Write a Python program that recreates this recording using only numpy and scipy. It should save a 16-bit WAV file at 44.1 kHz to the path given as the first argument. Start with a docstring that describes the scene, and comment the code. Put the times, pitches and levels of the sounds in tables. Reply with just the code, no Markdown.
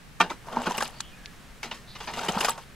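"""Raking stony dirt

A steel rake on a wooden handle knocks down on hard ground, then is pulled twice through dry, stony dirt.
Streams of tiny impacts rub the tines and excite the rake's modes; denser bursts are stones that catch. Decaying
sines are slips off stones; snaps of filtered noise are pebbles; between the pulls a few stones crunch and
pebbles click. Faint bands of hiss swish, and shaped noise gives the quiet air of an open yard."""
import sys
import numpy as np
from scipy import signal
from scipy.fft import rfft, irfft
from scipy.io import wavfile
from scipy.ndimage import uniform_filter1d

SR = 44100
rng = np.random.default_rng(int(sys.argv[2]) if len(sys.argv) > 2 else 0)


def dump_mix(stems):
    """Bounce the given channels to the path in sys.argv[1] as a 16-bit WAV at rate SR."""
    frames = np.atleast_2d(stems).T  # one column per channel
    limited = np.clip(frames, -1, 1)  # hard clip at full scale
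    pcm = np.round(limited * 32767).astype(np.int16)
    wavfile.write(sys.argv[1], SR, pcm)


N = 121275  # 2.75 s


def undb(db):
    """Amplitude factor of a level in dB."""
    return 10 ** (np.asarray(db) / 20)


def unit(x):
    """Scale to an RMS of 1."""
    return x / np.sqrt(np.mean(x ** 2) + 1e-20)


def band(x, lo_hz, hi_hz, order=3):
    """Causal band-pass."""
    edges = [lo_hz, min(hi_hz, SR / 2 - 1000)]
    sos = signal.butter(order, edges, "band", fs=SR, output="sos")
    return signal.sosfilt(sos, x + 1e-18)


def gains(points):
    """Gain at each frequency of the whole sound, from (f/Hz, level/dB) points."""
    hz, db = np.array(points).T
    log_hz = np.log(np.fft.rfftfreq(N, 1 / SR) + 1)
    return undb(np.interp(log_hz, np.log(hz), db))


def colour(x, points):
    """Causal minimum-phase filter that follows (f/Hz, level/dB) points."""
    cepstrum = irfft(np.log(gains(points)), N)
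    # folding the cepstrum forward in time makes the filter causal
    cepstrum[1:N // 2] *= 2
    cepstrum[N // 2:] = 0
    return irfft(rfft(x) * np.exp(rfft(cepstrum)), N)


def walk(rate):
    """Smooth random wander with an RMS near 1, taking `rate` new values per second."""
    k = max(int(SR / rate), 2)
    steps = np.repeat(rng.standard_normal(N // k + 1), k)
    return unit(uniform_filter1d(steps, k)[:N])


def grains(per_s, spread_db, size):
    """Random tiny impacts, a few much larger than the rest."""
    when, strength, side = rng.random((size, 3)).T
    hit = when < per_s / SR
    return hit * undb(-spread_db * np.log(strength + 0.0092)) * np.sign(side - 0.5)


def add(out, start_s, x):
    """Mix x into out from start_s on."""
    i = max(int(start_s * SR), 0)
    out[i:i + len(x)] += x[:len(out) - i]


def tail(decay_s, size=16384):
    """Scattered reflections: noise that dies away, with unit energy."""
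    fade = np.exp(-np.arange(size) / SR / decay_s)
    return unit(rng.standard_normal(size) * fade) / np.sqrt(size)


# spectrum of the outdoor air: (f/Hz, relative level/dB per Hz)
AIR_SPECTRUM = [(25, -3), (50, -4.5), (90, -13), (125, -7), (190, -9), (330, -19), (900, -22), (1750, -21),
                (5000, -30.5), (10000, -35.5), (15500, -43)]
AIR_DB, AIR_SIDE_DB = -48.5, -5.5  # the side is relative to the mid
AIR_WANDER_DB, AIR_WANDER_PER_S = 0.83, 3.37


def air():
    """Low rumble and faint hiss of the open yard: shaped noise whose level wanders, spread wide."""
    def layer():
        noise = unit(colour(rng.standard_normal(N), AIR_SPECTRUM))
        return noise * undb(AIR_WANDER_DB * walk(AIR_WANDER_PER_S))

    mid, side = layer(), layer()
    return undb(AIR_DB) * (mid + undb(AIR_SIDE_DB) * side * np.array([[1], [-1]]))


# thin whistles and swishes around the pulls: (start t/s, length t/s, centre f/Hz, width f/Hz, level/dB)
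SWISH_EVENTS = [(0.907, 0.13, 4490, 170, -58.5), (0.968, 0.18, 3100, 550, -56),
                (1.1, 0.086, 2465, 49.7, -60.5), (1.125, .24, 1673, 109, -61),
                (1.861, 0.098, 4050, 1000, -53)]


def swishes():
    """Faint whistles and narrow bands of hiss that swell and fade."""
    out = np.zeros(N)
    for start, length, hz, width_hz, db in SWISH_EVENTS:
        n = int(length * SR)
        noise = rng.standard_normal(N)
        hiss = unit(band(noise, hz - width_hz / 2, hz + width_hz / 2, order=2)[-n:])
        swell = np.sqrt(2) * np.sqrt(np.hanning(n))  # keeps the average power
        add(out, start, undb(db) * hiss * swell)
    return out


# pebbles: (start t/s, peak level/dB, centre f/Hz, crumble decay t/s)
PEBBLE_CLICKS = [(0.772, -30, 12350, .001), (0.826, -18, 3500, 0.00058), (0.878, -26.5, 6100, 0.00059),
                 (1.0055, -17, 4880, 0.002), (1.004, -23, 1430, 0.0037), (1.2588, -21.5, 3150, 0.00049),
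                 (2.4945, -21, 8000, .0007)]
CLICK_WIDTH = 1.63  # ratio of either band edge to the centre
BOUNCE_S, BOUNCE_DB = 0.0047, -12
CRUMBLE_DB = -14.5  # noise against the snap


def pebbles(size=2000):
    """Dry clicks (a snap and a brief crumble), each with one small bounce."""
    out, t = np.zeros(N), np.arange(size) / SR
    for start, db, hz, decay in PEBBLE_CLICKS:
        for delay, drop_db in ((0, 0), (BOUNCE_S, BOUNCE_DB)):
            crumble = rng.standard_normal(size) * np.exp(-t / decay)
            snap = signal.unit_impulse(size) + undb(CRUMBLE_DB) * crumble
            click = band(snap, hz / CLICK_WIDTH, hz * CLICK_WIDTH)
            add(out, start + delay, undb(db + drop_db) * click / np.abs(click).max())
    return out


# slips off single stones and clods: (peak t/s, envelope peak level/dB, pitch f/Hz)
STRIKE_EVENTS = [(0.303, -32, 3680), (0.307, -25.5, 932), (0.313, -32, 600), (0.318, -28, 1296),
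                 (0.486, -30, 930), (0.571, -17.5, 930), (0.671, -21, 1457), (0.677, -22.5, 886),
                 (0.712, -19, 977), (0.752, -28.5, 2860), (0.784, -25.5, 2810), (0.813, -22, 1605),
                 (1.715, -27, 2850), (2.194, -25.5, 1380), (2.287, -21.5, 2980), (2.294, -25, 178),
                 (2.37, -23, 201), (2.376, -25, 1300), (2.411, -17.5, 2800), (2.486, -17.5, 1167),
                 (2.494, -19.5, 1206), (2.505, -21, 7790)]
STRIKE_DECAY_S, STRIKE_DECAY_POWER = 0.0044, 0.43  # decay at 1 kHz; how fast it shortens with pitch
STRIKE_RISE_SHARE = 0.52  # rise as a share of the decay


def strikes():
    """A tine slips off a stone or a clod: a brief knock at one pitch, shorter the higher it is."""
    out, t = np.zeros(N), np.arange(N) / SR
    for when, db, hz in STRIKE_EVENTS:
        decay = STRIKE_DECAY_S * (hz / 1000) ** -STRIKE_DECAY_POWER
        age = (t - when) / decay
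        swell = np.exp(-np.where(age < 0, (age / STRIKE_RISE_SHARE) ** 2, age))
        out += undb(db) * swell * np.sin(2 * np.pi * hz * (t - when))
    return out


# modes of handle and head: (f/Hz, relative level/dB when knocked, relative level/dB when scraped, t60 t/s)
RAKE_MODES = [(192, -31, -0.5, 0.1), (246, -14.5, -3.5, 0.25), (486, -14, -7.5, 0.41),
              (693.5, -3.5, -8.5, 0.017), (799, -11, -12, 0.0069), (918, -1.5, -3.5, 0.18),
              (1184, 0, -11, 0.045), (1392, -3, -20, 0.083), (1509, -8, -12, 0.033),
              (1826, -4.5, -14, 0.03), (2394, -4, -54, 0.044), (2840, -28, -9, 0.15),
              (3180, -11.5, -13, 0.093)]
# the head lands: (start t/s, level/dB)
KNOCK_EVENTS = [(0.2018, -15.5)]
KNOCK_RISE_S, KNOCK_HOLD_S, KNOCK_FALL_S = 0.0026, 0.014, 0.0068
KNOCK_CHATTER_DB, KNOCK_CHATTER_PER_S = 3, 460
KNOCK_RING_DB = -10  # free ring against the contact


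def knocks():
    """The head chatters on the ground for a moment, then the rake rings on weakly in its modes."""
    out, t = np.zeros(N), np.arange(SR // 2) / SR
    chatter = undb(KNOCK_CHATTER_DB * walk(KNOCK_CHATTER_PER_S)[:len(t)])
    contact = np.exp(-np.maximum(t - KNOCK_HOLD_S, 0) / KNOCK_FALL_S) * chatter
    for start, db in KNOCK_EVENTS:
        knock = np.zeros(len(t))
        for hz, mode_db, _, t60 in RAKE_MODES:
            free_ring = undb(KNOCK_RING_DB) * 1000 ** (-t / t60)
            tone = np.sin(2 * np.pi * (hz * t + rng.random()))
            knock += undb(mode_db) * tone * (contact + free_ring)
        knock *= np.minimum(t / KNOCK_RISE_S, 1)
        add(out, start, undb(db) * knock / np.std(knock[t < KNOCK_HOLD_S]))
    return out


# spectrum of one grain on a tine: (f/Hz, relative level/dB per Hz)
GRIT_SPECTRUM = [(70, -32), (190, 2), (320, -6.5), (600, -0.5), (950, 3.5), (1400, -4), (1900, -10.5),
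                 (3000, -11), (5000, -15), (8000, -24), (11000, -32), (16000, -46.5)]
# the rake rings more freely while sliding than when a stone holds it
DRAG_RING_DB, CATCH_RING_DB = -5.5, -11  # ring against the crack


def rake_response(ring_db, size=8192):
    """One grain on a tine: a dry crack and the ring of the rake's modes."""
    t = np.arange(size) / SR
    crack = colour(signal.unit_impulse(N), GRIT_SPECTRUM)[:size]
    ring = np.zeros(size)
    for hz, _, mode_db, t60 in RAKE_MODES:
        ring += undb(mode_db) * unit(np.sin(2 * np.pi * hz * t) * 1000 ** (-t / t60))
    return unit(crack) + undb(ring_db) * unit(ring)


STONE_LOW_HZ, STONE_HIGH_HZ = 827.5, 8820
STONE_DECAY_S, STONE_RING_DB = 0.0033, -4.5


def stone(count=7, size=1024):
    """The brief ring of one stone at a few pitches of its own, different every time."""
    t = np.arange(size) / SR
    place_in_range = (np.arange(count) + rng.random(count)) / count
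    hz = STONE_LOW_HZ * (STONE_HIGH_HZ / STONE_LOW_HZ) ** place_in_range
    ring = np.cos(2 * np.pi * hz[:, None] * t).sum(axis=0) * np.exp(-t / STONE_DECAY_S)
    return signal.unit_impulse(size) + undb(STONE_RING_DB) * ring * 2 * np.pi / (STONE_DECAY_S * SR)


# edges between thud, body, rasp and fizz: (f/Hz)
BAND_EDGES_HZ = [125, 400, 1800, 6000, 16000]
# stones crunch under the tines as the head lands, catches and slips:
# (start t/s, length t/s, thud level/dB, body level/dB, rasp level/dB, fizz level/dB)
CATCH_EVENTS = [(0.2001, 0.0053, -28.5, -16.5, -28.5, -37), (0.207, 0.0097, -30, -27, -20.5, -36.5),
                (0.215, 0.028, -35.5, -29, -37, -57), (0.293, 0.025, -39, -35.5, -38.5, -50.5),
                (0.521, 0.021, -43.5, -37.5, -47.5, -58), (0.567, 0.0068, -27, -25.5, -45, -65),
                (0.664, 0.014, -26.5, -27, -35, -56), (0.701, 0.013, -39, -32, -50, -62),
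                (0.738, 0.021, -55, -33, -42.5, -54), (0.777, 0.0085, -33, -29, -30.5, -34.5),
                (0.803, 0.0084, -44, -27, -32.5, -40), (0.819, 0.011, -38.5, -25.5, -35, -40.5),
                (1.628, 0.011, -55, -37.5, -32, -44.5), (1.637, 0.027, -45.5, -41.5, -40.5, -53),
                (1.709, 0.018, -48.5, -37, -36, -58), (1.734, 0.045, -52, -52, -49, -56.5),
                (1.948, 0.018, -56, -44.5, -41.5, -67), (1.999, 0.023, -51.5, -39, -41, -58),
                (2.069, 0.026, -44, -33.5, -36.5, -61), (2.131, 0.019, -46, -39.5, -37.5, -51),
                (2.188, 0.0069, -40, -46, -38, -53), (2.282, 0.011, -28, -25, -27, -40),
                (2.404, 0.0095, -34, -36, -27, -32), (2.444, 0.0095, -41, -23.5, -23, -29),
                (2.48, 0.013, -55, -26, -31.5, -37), (2.575, 0.014, -62, -38, -46.5, -52.5)]
CATCH_GRAINS_PER_S, CATCH_SPREAD_DB = 5000, 2
CATCH_RISE_SHARE, CATCH_FALL_SHARE = 0.25, 0.86  # shares of the length


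def catches(rake, size=12000):
    """Each stone grinds past a tine in a short burst of impacts that ring both rake and stone."""
    out, t = np.zeros(N), np.arange(size) / SR
    for start, length, *levels in CATCH_EVENTS:
        rise = np.minimum(t / (CATCH_RISE_SHARE * length), 1) ** 2
        fall = np.exp(-np.maximum(t - length / 2, 0) / (CATCH_FALL_SHARE * length))
        impacts = grains(CATCH_GRAINS_PER_S, CATCH_SPREAD_DB, size) * rise * fall
        burst = signal.fftconvolve(impacts, signal.fftconvolve(rake, stone()))[:size]
        energy = np.sqrt(length * SR / size)  # levels refer to the burst's length
        for db, lo, hi in zip(levels, BAND_EDGES_HZ, BAND_EDGES_HZ[1:]):
            add(out, start, undb(db) * unit(band(burst, lo, hi)) * energy)
    return out


CRUMB_SPREAD_DB, CRUMB_TILT_DB_PER_OCT = 3.8, -0.5
CRUMB_CYCLES = 4  # cycles in one decay time


def crumbs(low_hz, high_hz, per_s, size=2048):
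    """Small stones knock together: decaying sines, each with its own pitch and strength."""
    out, t = np.zeros(N), np.arange(size) / SR
    for when, pitch, strength in rng.random((int(per_s * N / SR), 3)):
        hz = low_hz * (high_hz / low_hz) ** pitch
        tilt_db = CRUMB_TILT_DB_PER_OCT * np.log2(hz / low_hz)
        db = tilt_db - CRUMB_SPREAD_DB * np.log(strength + 0.005)
        add(out, when * N / SR, undb(db) * np.sin(2 * np.pi * hz * t) * np.exp(-t * hz / CRUMB_CYCLES))
    return unit(out)


# steady drag of the tines, one list per pull: (t/s, body level/dB, gritty treble level/dB)
PULL_CURVES = [
    [(0.44, -55.5, -75), (0.47, -43.5, -55), (0.55, -38.5, -51), (0.59, -32.5, -48), (0.65, -36, -41),
     (0.70, -32.5, -37.5), (0.74, -43, -45), (0.835, -36.5, -37.5), (0.87, -46.5, -43.5),
     (0.91, -48.5, -54.5), (0.99, -56, -55)],
    [(1.93, -68, -58), (2.06, -48, -48), (2.15, -48, -49.5), (2.18, -34, -37.5), (2.27, -36, -41),
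     (2.35, -32, -37), (2.43, -32, -39), (2.505, -40, -34), (2.535, -50.5, -49), (2.57, -43.5, -58),
     (2.64, -72, -52)],
]
DRAG_GRAINS_PER_S, DRAG_SPREAD_DB = 2400, 2.5
DRAG_JUDDER_DB, JUDDER_PER_S = 2.5, 130
# loose crumbs and clods thrown up by the tines, against grit and body
CRUMBS_PER_S, CRUMBS_DB, CLODS_DB = 340, -3, -8


def drag(rake):
    """Tines plough the dirt: a juddering stream of grains rings the rake, with crumbs and clods on top."""
    out, t = np.zeros(N), np.arange(N) / SR
    judder = undb(DRAG_JUDDER_DB * walk(JUDDER_PER_S))
    impacts = grains(DRAG_GRAINS_PER_S, DRAG_SPREAD_DB, N) * judder
    scrape = signal.fftconvolve(impacts, rake)[:N]
    body = unit(band(scrape, BAND_EDGES_HZ[0], BAND_EDGES_HZ[2]))
    grit = unit(band(scrape, BAND_EDGES_HZ[2], BAND_EDGES_HZ[4]))
    clods = crumbs(low_hz=666, high_hz=1590, per_s=CRUMBS_PER_S / 2)
    small = crumbs(low_hz=2253, high_hz=10370, per_s=CRUMBS_PER_S)
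    body = unit(body + undb(CLODS_DB) * clods)
    grit = unit(grit + undb(CRUMBS_DB) * small)
    for pull in PULL_CURVES:
        s, body_db, grit_db = np.array(pull).T
        moving = (t > s[0]) * (t < s[-1])
        level_body, level_grit = undb(np.interp(t, s, body_db)), undb(np.interp(t, s, grit_db))
        out += (body * level_body + grit * level_grit) * moving
    return out


# sound scattered differently to the two ears: (f/Hz, side level/dB)
SCATTER_SIDE = [(150, -14.5), (700, -20), (2500, -18), (10000, 5.5)]
# how much louder the left is than the right: (f/Hz, level/dB)
LEFT_LEAN = [(1000, 0.3), (10000, 2.5)]
SCATTER_S, RIGHT_LAG_S = 0.00232, 0.000018
YARD_T60_S, YARD_DB = 0.3, -26.5


def place(x):
    """Slightly to the left; ground and boulder scatter the sound, treble most, and the yard answers faintly."""
    mid = rfft(x)
    scatter_phase = np.exp(1j * np.angle(rfft(tail(SCATTER_S), N)))
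    side = mid * scatter_phase * gains(SCATTER_SIDE)
    lag = np.exp(-2j * np.pi * np.fft.rfftfreq(N, 1 / SR) * RIGHT_LAG_S)
    lean = np.sqrt(gains(LEFT_LEAN))  # half on each ear
    near = np.array([irfft((mid + side) * lean, N), irfft((mid - side) * lag / lean, N)])
    decay_s = YARD_T60_S / np.log(1000)
    yard = np.array([signal.fftconvolve(x, tail(decay_s))[:N] for _ in range(2)])
    return near + undb(YARD_DB) * yard


def scene():
    """Yard, stones and rake together; each source gets its own random scatter and yard reflections."""
    sources = [swishes(), pebbles(), strikes(), knocks(),
               catches(rake_response(CATCH_RING_DB)), drag(rake_response(DRAG_RING_DB))]
    return air() + sum(place(x) for x in sources)


TOP_HZ = 15700


def record(dry):
    """A steep elliptic low-pass cuts the top."""
    return signal.sosfilt(signal.ellip(10, 0.2, 70, TOP_HZ, fs=SR, output="sos"), dry)


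dry = scene()
out = record(dry)
dump_mix(out)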